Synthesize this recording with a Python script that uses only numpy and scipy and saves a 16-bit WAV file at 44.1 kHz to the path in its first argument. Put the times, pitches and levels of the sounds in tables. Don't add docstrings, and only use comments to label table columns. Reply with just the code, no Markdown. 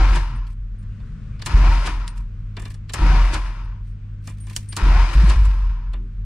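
import sys
import numpy as np
from scipy import signal
from scipy.fft import rfft, irfft, next_fast_len
from scipy.io import wavfile
from scipy.ndimage import map_coordinates

SR = 44100
rng = np.random.default_rng(int(sys.argv[2]) if len(sys.argv) > 2 else 0)


def output_pcm(signal):
    pcm = np.clip(np.atleast_2d(signal).T, -1, 1) * 32767
    wavfile.write(sys.argv[1], SR, np.round(pcm).astype(np.int16))


N = 275622

# starter on t/s, key released t/s, coasting time/s, gear mesh spin-up/(Hz/s),
# rel. grind level/dB, rel. whine level/dB, rel. release level/dB
TRIES = [(-.19, 0.157, 0.4, 4000, -33, 5, -29), (1.463, 1.868, 0.41, 3698, -33.5, 4, -26),
         (2.938, 3.341, 0.52, 4102, -34, 2, -24.5), (4.768, 5.298, 0.76, 4100, -33, 6.5, -26.5)]
# t/s, rel. level/dB, hold/s, rocking f/Hz, rel. after-swing level/dB,
# beat period/s, rel. compression stroke level/dB
HEAVES = [(-.065, -11, 0.18, 44.2, -19.5, 0.238, -34.5), (1.538, -9.5, 0.15, 43.55, -18, 0.2264, -33.5),
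          (3.015, -11, 0.21, 43.2, -20, 0.217, -30.5), (4.825, -11, .21, 42.84, -34, 0.18, -33.5),
          (5.152, -10.5, .16, 50.5, -38.5, 0.74, -44.5), (5.361, -10.5, 0.1165, 49.37, -16, 0.293, -54)]
# f/Hz, rel. density/dB
GRIND_SPECTRUM = [(260, -28.5), (450, -19), (560, -11), (737, -5.5), (827, -7), (938, 2), (1020, -2.5),
                  (1390, -4.5), (2050, -10.5), (2410, -9), (2860, -17), (5310, -22), (7000, -31.5),
                  (9100, -61.5), (15400, -120)]
# f/Hz, likeness [0-1]
WIDE_LIKENESS = [(100, 1), (250, .98), (500, .92), (1000, .84), (2000, .7), (4000, .33), (8000, .05)]
# f/Hz, likeness [0-1]
NEAR_LIKENESS = [(300, 0.99), (1000, 0.84), (4000, 0.63), (9000, 0.11)]
# f/Hz, width/Hz, rel. level/dB
SHROUD_MODES = [(1034, 28, 4), (1200, 140, 3.5), (1460, 24, -5), (1723, 210, 1), (2380, 40, 3.5),
                (2820, 28, -1), (3205, 35, -2.8)]


def amp(db):
    return 10 ** (np.asarray(db) / 20)


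def unit(x):
    return x / np.sqrt(np.mean(x ** 2) + 1e-20)


def clock():
    return np.arange(N) / SR


def along(points, hz):
    f, v = np.transpose(points)
    return np.interp(np.log(hz + 1), np.log(f + 1), v)


def gate(start, end, rise, fall):
    t = clock()
    return np.clip((t - start) / rise, 0, 1) * np.exp(-np.maximum(t - end, 0) / fall)


def swell(s, length):
    return np.exp(-((clock() - s) / length) ** 2)


def burst(s, rise, t60):
    return gate(s, s + rise, rise, t60 / np.log(1000))


def wobble(rate):
    knots = rng.standard_normal(int(N * rate / SR) + 4)
    return map_coordinates(knots, [clock() * rate])


def noise():
    return rng.standard_normal((2, N))


def filtered(x, response):
    m = next_fast_len(N + SR // 2)
    return irfft(rfft(x, m) * response(np.fft.rfftfreq(m, 1 / SR)), m)[..., :N]


def ringing(x, modes, ring_db, direct=1):
    def response(f):
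        total = direct
        for center, width, db in modes:
            damping = 1j * f * width
            total = total + amp(db + ring_db) * damping / (center * center - f * f + damping)
        return total
    return filtered(x, response)


def spread(pair, spectrum, alike, lean_db=0):
    def response(hz):
        turn = np.arccos(np.clip(along(alike, hz), -1, 1)) / 2
        return unit(amp(along(spectrum, hz))) * [np.cos(turn), np.sin(turn)]
    mid, side = filtered(pair, response)
    return np.array([mid + side, mid - side]) * amp([[lean_db / 2], [-lean_db / 2]])


def echo(x, t60):
    t = np.arange(SR // 2) / SR
    tail = rng.standard_normal((2, len(t))) * amp(-60 * t / t60)
    return signal.fftconvolve(np.atleast_2d(x), tail / np.linalg.norm(tail[0]), axes=1)[:, :N]


def garage():
    # f/Hz, rel. level/dB
    hum_partials = [(51.1, -42.5), (102.2, -37.5), (153.2, -51), (204.4, -55), (306.6, -66.5)]
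    # f/Hz, rel. density/dB
    air_spectrum = [(15, -25.5), (25, 1.5), (112, -12), (150, -12), (224, -17), (354, -54), (415, -34.5),
                    (879, -55.5), (1090, -42), (1500, -39.5), (2240, -48), (9020, -62.5), (10600, -95.5),
                    (15000, -90)]
    far_spectrum = [(300, 7.5), (600, -4.5), (1100, -5.5), (1600, -11.5), (2400, -4.0), (4000, -16.5),
                    (9000, -33.0), (11500, -45.0)]
    hum_offset_db, hum_dip_db, rush_dip_db, recover_s = 6, 10, 3, 0.53
    t = clock()
    dip = np.max([gate(s, s + hold, .03, recover_s) for s, _, hold, *_ in HEAVES], axis=0)
    hum = np.zeros(N)
    for hz, db in hum_partials:
        level_db = db + hum_offset_db - hum_dip_db * dip + 1.8 * wobble(4.31)
        hum += amp(level_db) * np.sin(2 * np.pi * hz * t + 0.68 * wobble(4.3))
    air = spread(noise(), air_spectrum, WIDE_LIKENESS, lean_db=3.0) * amp(-41.5 + 2.2 * wobble(1.8))
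    far = spread(noise(), far_spectrum, WIDE_LIKENESS, lean_db=10) * amp(-63.5 + wobble(8.7))
    return hum + amp(-rush_dip_db * dip) * (air + far)


def thuds():
    # t/s, rel. level/dB, nominal f/Hz, half length/s, rel. overtone level/dB
    thud_events = [(.015, -30.5, 330, 0.028, -8.5), (.335, -29, 125, 0.042, -12.5),
                   (1.249, -36.5, 126.4, 0.28, -35), (5.167, -19.5, 129.6, 0.018, -32),
                   (5.243, -11.5, 143, 0.0069, -33), (6.02, -43, 210, 0.063, -7)]
    # multiple of nominal f, rel. level/dB
    overtones = [(1.43, 0), (1.88, -4)]
    out = np.zeros(N)
    for s, db, hz, length, overtones_db in thud_events:
        def tone(multiple):
            return np.sin(2 * np.pi * multiple * hz * (clock() - s) + 1.13 * wobble(45))
        body = tone(0.99) + sum(amp(overtones_db + level) * tone(k) for k, level in overtones)
        out += amp(db) * swell(s, length) * body
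    return out


def fingers():
    # t/s, level/dB, half length/s
    handling = [(.5, -58.5, .035), (1.05, -75.5, .08), (2.18, -57, 0.041), (2.67, -55.5, .07),
                (3.883, -66, .04), (4.284, -49.5, .035), (4.4, -61.5, .051), (4.516, -50, 0.04),
                (4.68, -56.5, 0.14), (5.141, -44, .02)]
    # t/s, level/dB, half length/s, f/Hz
    squeaks = [(.93, -68, 0.04, 2800), (1.353, -59, 0.037, 2360)]
    # f/Hz, rel. density/dB
    rustle_spectrum = [(1060, -26), (1800, 0.5), (2460, -0.5), (2870, -5), (3340, -6.5), (4340, -5.5),
                       (6380, -7.5), (7370, -13.5), (7920, -5.5), (9390, -5), (11400, -19.5),
                       (14300, -14.5), (15400, -30)]
    rub = sum(amp(db) * swell(s, length) for s, db, length in handling)
    grains = unit(noise() * amp(4.2 * wobble(150)))
    rustle = spread(grains * rub, rustle_spectrum, NEAR_LIKENESS)
    squeak = np.zeros(N)
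    for s, db, length, hz in squeaks:
        squeak += amp(db) * swell(s, length) * np.sin(2 * np.pi * hz * clock() + 2 * wobble(300))
    return rustle + squeak


def keys():
    # t/s, rel. level/dB, ring time before damping/s
    chinks = [(.355, -56, 0.027), (.785, -63.5, 0.047), (2.08, -47, 0.04), (2.744, -58, 0.023),
              (3.644, -64, 0.018), (4.402, -41.5, 0.12), (4.687, -35.5, 0.064)]
    # f/Hz, rel. level/dB
    key_modes = [(8834, 0), (9216, -15), (11900, -31)]
    t, out = clock()[:SR // 3], np.zeros((2, N + SR))
    for s, db, length in chinks:
        ring = np.zeros((2, len(t)))
        for hz, level in key_modes:
            strength = amp(level + rng.normal(0, 1.8, (2, 1)))
            ring += strength * np.sin(2 * np.pi * (hz * t + rng.random((2, 1)) / 4))
        touched = 1 / (1 + (t / length) ** 8)
        fade = (1 - np.exp(-t / .002)) * amp(-60 * t / 0.24) * touched
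        out[:, round(s * SR):][:, :len(t)] += amp(db) * fade * ring
    return out[:, :N]


def contacts():
    # lead/s, rel. snap level/dB, rel. column knock level/dB,
    # rel. thin key tick level/dB, t60/s
    turn_clicks = [(0.0432, -23, -41, -50.5, 0.034), (0.0022, -17.5, -32.5, -24, 0.062)]
    # t/s, rel. snap level/dB, rel. column knock level/dB, rel. thin key tick level/dB
    other_clicks = [(0.467, -41.5, -58, -64), (.828, -60, -58, -64), (.998, -51, -53.5, -74),
                    (1.394, -38.5, -46, -65), (2.077, -24, -59, -35), (2.177, -45, -69, -48),
                    (2.568, -29, -32.5, -55), (2.596, -48, -43.5, -40.5), (2.62, -45, -45, -44),
                    (2.655, -28.5, -39, -54), (2.703, -36, -51.5, -47), (2.742, -38.5, -54, -48),
                    (4.273, -44, -38.5, -39), (4.297, -58, -51, -43.5), (4.468, -43, -45.5, -49),
                    (4.504, -44, -46.5, -51.5), (4.564, -17, -41.5, -19), (4.687, -48, -62, -49),
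                    (5.452, -39, -44.5, -38.5), (5.934, -36, -37.5, -55)]
    turns = [(on - lead, *click) for on, *_ in TRIES if on > 0 for lead, *click in turn_clicks]
    click_t60_s = 0.03
    return turns + [(*click, click_t60_s) for click in other_clicks]


def lock():
    # f/Hz, width/Hz, rel. level/dB
    barrel_modes = [(2990, 81, -4), (4070, 130, -0.5), (4385, 240, 2.5), (5360, 240, 1), (7550, 100, 5.5),
                    (9000, 170, 1), (9530, 150, 1.5)]
    # f/Hz, rel. density/dB
    column_spectrum = [(120, -36.5), (200, 0.5), (497, -8), (983, -13), (1460, -18), (1790, -14.5),
                       (2960, -14.5), (3220, -26), (3500, -10.5), (4550, -52), (7700, -120)]
    steel = [(1000, -10.5), (1800, 1.0), (3000, 1), (4500, -2.5), (6500, -11), (9000, -15), (12000, -27.5)]
    thin = [(3500, -19.5), (6000, 0.5), (7300, 0), (9500, -2.5), (11300, -12.5), (15000, -18.5)]
    snap, tick, knock, ping = np.zeros((4, N))
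    for s, db, knock_db, tick_db, t60 in contacts():
        rise = np.interp(tick_db, [-44, -30], [.006, .0025])
        contact = burst(s - rise / 2, rise, t60) + amp(-19) * swell(s, 0.011)
        snap += amp(db) * contact
        tick += amp(tick_db) * contact
        knock += amp(knock_db) * burst(s, 0.0055, 0.11)
        ping_hz = 3900 + 1100 * rng.random()
        ping += amp(db - 14) * burst(s, .002, .03) * np.sin(2 * np.pi * ping_hz * clock())

    def barrel(force):
        chatter = unit(noise() * amp(3.3 * wobble(700)))
        return ringing(chatter * force, barrel_modes, ring_db=-1, direct=.8)

    snaps = amp(-12.0) * spread(barrel(snap), steel, NEAR_LIKENESS, lean_db=1.0)
    ticks = amp(-3) * spread(barrel(tick), thin, NEAR_LIKENESS, lean_db=0.5)
    plastic = ringing(noise() * knock, SHROUD_MODES, ring_db=2, direct=.8)
    knocks = amp(-1.5) * spread(plastic, column_spectrum, NEAR_LIKENESS, lean_db=1.5)
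    return snaps + ticks + ping + knocks


def release():
    spring = [(1500, -2.0), (3500, 6), (6000, 0), (9500, -1.5), (11500, -19.0), (15000, -25)]
    scrape, clack = np.zeros((2, N))
    for _, off, *_, db in TRIES:
        scrape += amp(db - 7.5) * swell(off, 0.01) + amp(db - 10.5) * burst(off, 0.0024, 0.033)
        clack += amp(db - 2.0) * burst(off, 0.011, 0.12)
    scraping = spread(noise() * scrape, spring, NEAR_LIKENESS, lean_db=-2.5)
    struck = ringing(noise() * clack, SHROUD_MODES, ring_db=-9)
    return scraping + spread(struck, GRIND_SPECTRUM, WIDE_LIKENESS, lean_db=2.5)


def boom():
    first_swing_hz, first_swing_db, first_swing_s, heave_fall_s = 52.4, 3, 0.019, 0.046
    mount_hz, second_mode_db, mount_db_per_s = 41.8, -8.5, 19.5
    shudder_spectrum = [(10, -13.5), (25, -2.5), (70, 0.5), (110, -18), (200, -46.5), (500, -80.0)]
    t, out = clock(), np.zeros((2, N))
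    for s, db, hold, rock_hz, after_db, beat_s, _ in HEAVES:
        age = np.maximum(t - s, 0)
        first = np.exp(-age / first_swing_s)
        driven = gate(s, s + hold, .007, heave_fall_s)
        free = (t > s + hold) * (1 - driven) * amp(after_db - mount_db_per_s * (age - hold))
        hz = mount_hz + (rock_hz - mount_hz) * gate(s, s + hold, .007, .12)
        hz = hz + (first_swing_hz - rock_hz) * first
        beat = amp(second_mode_db) * np.exp(2j * np.pi * age / beat_s)
        motion = amp(db + first_swing_db * first) * driven * (1 + 0.26 * beat) + free * (1 + beat)
        phase = 2 * np.pi * np.cumsum(hz * (t >= s)) / SR + np.angle(motion) + .15 * wobble(25)
        second = amp(-25 + 4.1 * wobble(23)) * np.sin(2 * phase)
        third = amp(-31.5 + 1.5 * wobble(30)) * np.sin(3 * phase)
        swing = np.sin(phase) + second + third
        shudder = spread(noise(), shudder_spectrum, WIDE_LIKENESS)
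        out += np.sqrt(2) * np.abs(motion) * (swing + amp(-16) * shudder)
    return out * amp([[.22], [-.22]])


def gears(top_hz, rough, strongest, length):
    t, teeth, whine = clock(), np.zeros(N), np.zeros(N)
    for on, off, coast, spin_up, _, whine_db, _ in TRIES:
        mesh_hz = np.clip(spin_up * (t - on), 0, top_hz) * np.exp(-np.maximum(t - off, 0) / 1.5)
        phase = 2 * np.pi * np.cumsum(mesh_hz * (1 + rough * wobble(120))) / SR
        teeth += gate(on, off + coast, 0.0054, .05) * np.cos(phase)
        tone = np.sin(phase) + amp(-3) * np.sin(2 * phase) + amp(-17) * np.sin(3 * phase)
        whine += amp(whine_db) * swell(on + strongest, length) * tone
    return teeth, whine


def panels(pair, t60):
    return unit(1.3 * pair + echo(pair, t60))


def effort():
    load_at_s, load_width_s, load_db, sag_db_per_s = 0.2, 0.1, 5.5, 3.5
    coast_drop_db, coast_power = -3.5, 1.01
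    brush_db, brush_power = -46, 3.25
    block_db, block_coast_db = -36.5, -41
    stroke_offset_db, stroke_lag_s, stroke_gap_s, stroke_s, stroke_loss_db = 7.5, 0.036, 0.11, 0.051, 5.5
    jolt_grind_db, jolt_hiss_db, jolt_block_db, jolt_s = -46.5, -47.5, -31.5, 0.032
    churn_db, churn_per_s = 0.53, 24
    t = clock()
    grind, hiss, block = np.zeros((3, N))
    for on, off, coast, _, grind_db, _, _ in TRIES:
        powered = gate(on, off, 0.0083, 0.025)
        speed = (t > on) * np.clip(1 - (t - off) / coast, 1e-9, 1)
        coasting = (1 - powered) * speed ** coast_power
        swell_db = load_db * swell(on + load_at_s, load_width_s) - sag_db_per_s * np.clip(t - on, 0, off - on)
        jolt = swell(off + 0.013, jolt_s)
        grind += amp(grind_db + swell_db) * (powered + amp(coast_drop_db) * coasting)
        grind += amp(jolt_grind_db) * jolt
        hiss += amp(brush_db) * speed ** brush_power + amp(jolt_hiss_db) * jolt
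        block += amp(block_db) * powered + amp(block_coast_db) * coasting + amp(jolt_block_db) * jolt
    for s, *_, db in HEAVES:
        for k in range(2):
            level = amp(db + stroke_offset_db - k * stroke_loss_db)
            block += level * swell(s + stroke_lag_s + k * stroke_gap_s, stroke_s)
    return grind * amp(churn_db * wobble(churn_per_s)), hiss, block


def starter():
    # f/Hz, width/Hz, rel. level/dB
    housing_modes = [(761, 20, -3), (922, 32, -6), (1040, 21, -15), (1330, 6.3, -14.5), (1480, 11, -6),
                     (1507, 23, -6.5), (1990, 6, -8.5), (2308, 16, 3.5), (2886, 93, -4), (5100, 24, 10.5)]
    # f/Hz, width/Hz, rel. level/dB
    block_modes = [(306, 12, -5), (345.6, 12, 2)]
    # f/Hz, rel. density/dB
    coast_spectrum = [(260, -40), (450, -33.5), (493, -14.5), (781, -13), (949, 2.5), (1170, -3),
                      (1520, -6), (1960, -13.5), (2380, -13), (2890, -17.5), (4180, -24.5), (5080, -23),
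                      (7000, -35), (9100, -68.5), (15400, -120)]
    hiss_spectrum = [(1760, -11.5), (3000, -8), (3860, -9.5), (4340, -9.5), (5330, -11.5), (7050, -17.5),
                     (9400, -13.5), (11300, -28.5), (14400, -37), (15400, -43.5)]
    block_spectrum = [(38, -40), (65, -1), (81, -15), (156, -14.5), (210, -23.5), (269, -25.5),
                      (307, -23.5), (557, -38), (700, -43.5), (910, -65), (1540, -120)]
    # f/Hz, level difference/dB
    left_lean = [(100, .4), (500, 2), (1000, 3), (2000, 6.3), (4000, 4.7), (8000, 3.4)]
    grind, hiss, block = effort()
    engaged = np.clip(sum(gate(on, off, 0.003, 0.062) for on, off, *_ in TRIES), 0, 1)
    teeth, whine = gears(top_hz=1090, rough=.018, strongest=.22, length=.09)
    impacts = unit(noise() * (1 + .5 * teeth) * amp(1.2 * wobble(130)))
    impacts = panels(impacts, t60=.3)
    metal = unit(ringing(impacts, housing_modes, ring_db=-9))
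    loaded = amp(-0.5) * np.sqrt(engaged) * spread(metal, GRIND_SPECTRUM, WIDE_LIKENESS)
    free = amp(-4) * np.sqrt(1 - engaged) * spread(metal, coast_spectrum, WIDE_LIKENESS)
    sung = ringing(whine, housing_modes, ring_db=0, direct=.12)
    singing = amp(2.5) * sung + amp(-8) * echo(sung, t60=.3)
    brushes = hiss * spread(impacts, hiss_spectrum, WIDE_LIKENESS)
    rumble = block * spread(ringing(noise(), block_modes, ring_db=1.0), block_spectrum, WIDE_LIKENESS)

    def ears(hz):
        level = amp(np.outer([.5, -.5], along(left_lean, hz)))
        return level * np.exp(np.outer([-1j, 1j], np.pi * hz * 5e-5))

    return filtered(grind * (loaded + free + singing) + brushes + rumble, ears)


def scene():
    near = lock() + release() + keys() + fingers()
    cabin = echo(near, t60=.16)
    return garage() + thuds() + near + amp(-12.5) * cabin + boom() + starter()


def record(dry):
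    ceiling, band_limit_hz = .7, 15600
    rounded = dry / (1 + np.abs(dry / ceiling) ** 8) ** (1 / 8)
    return filtered(rounded, lambda hz: hz < band_limit_hz)


dry = scene()
out = record(dry)
output_pcm(out)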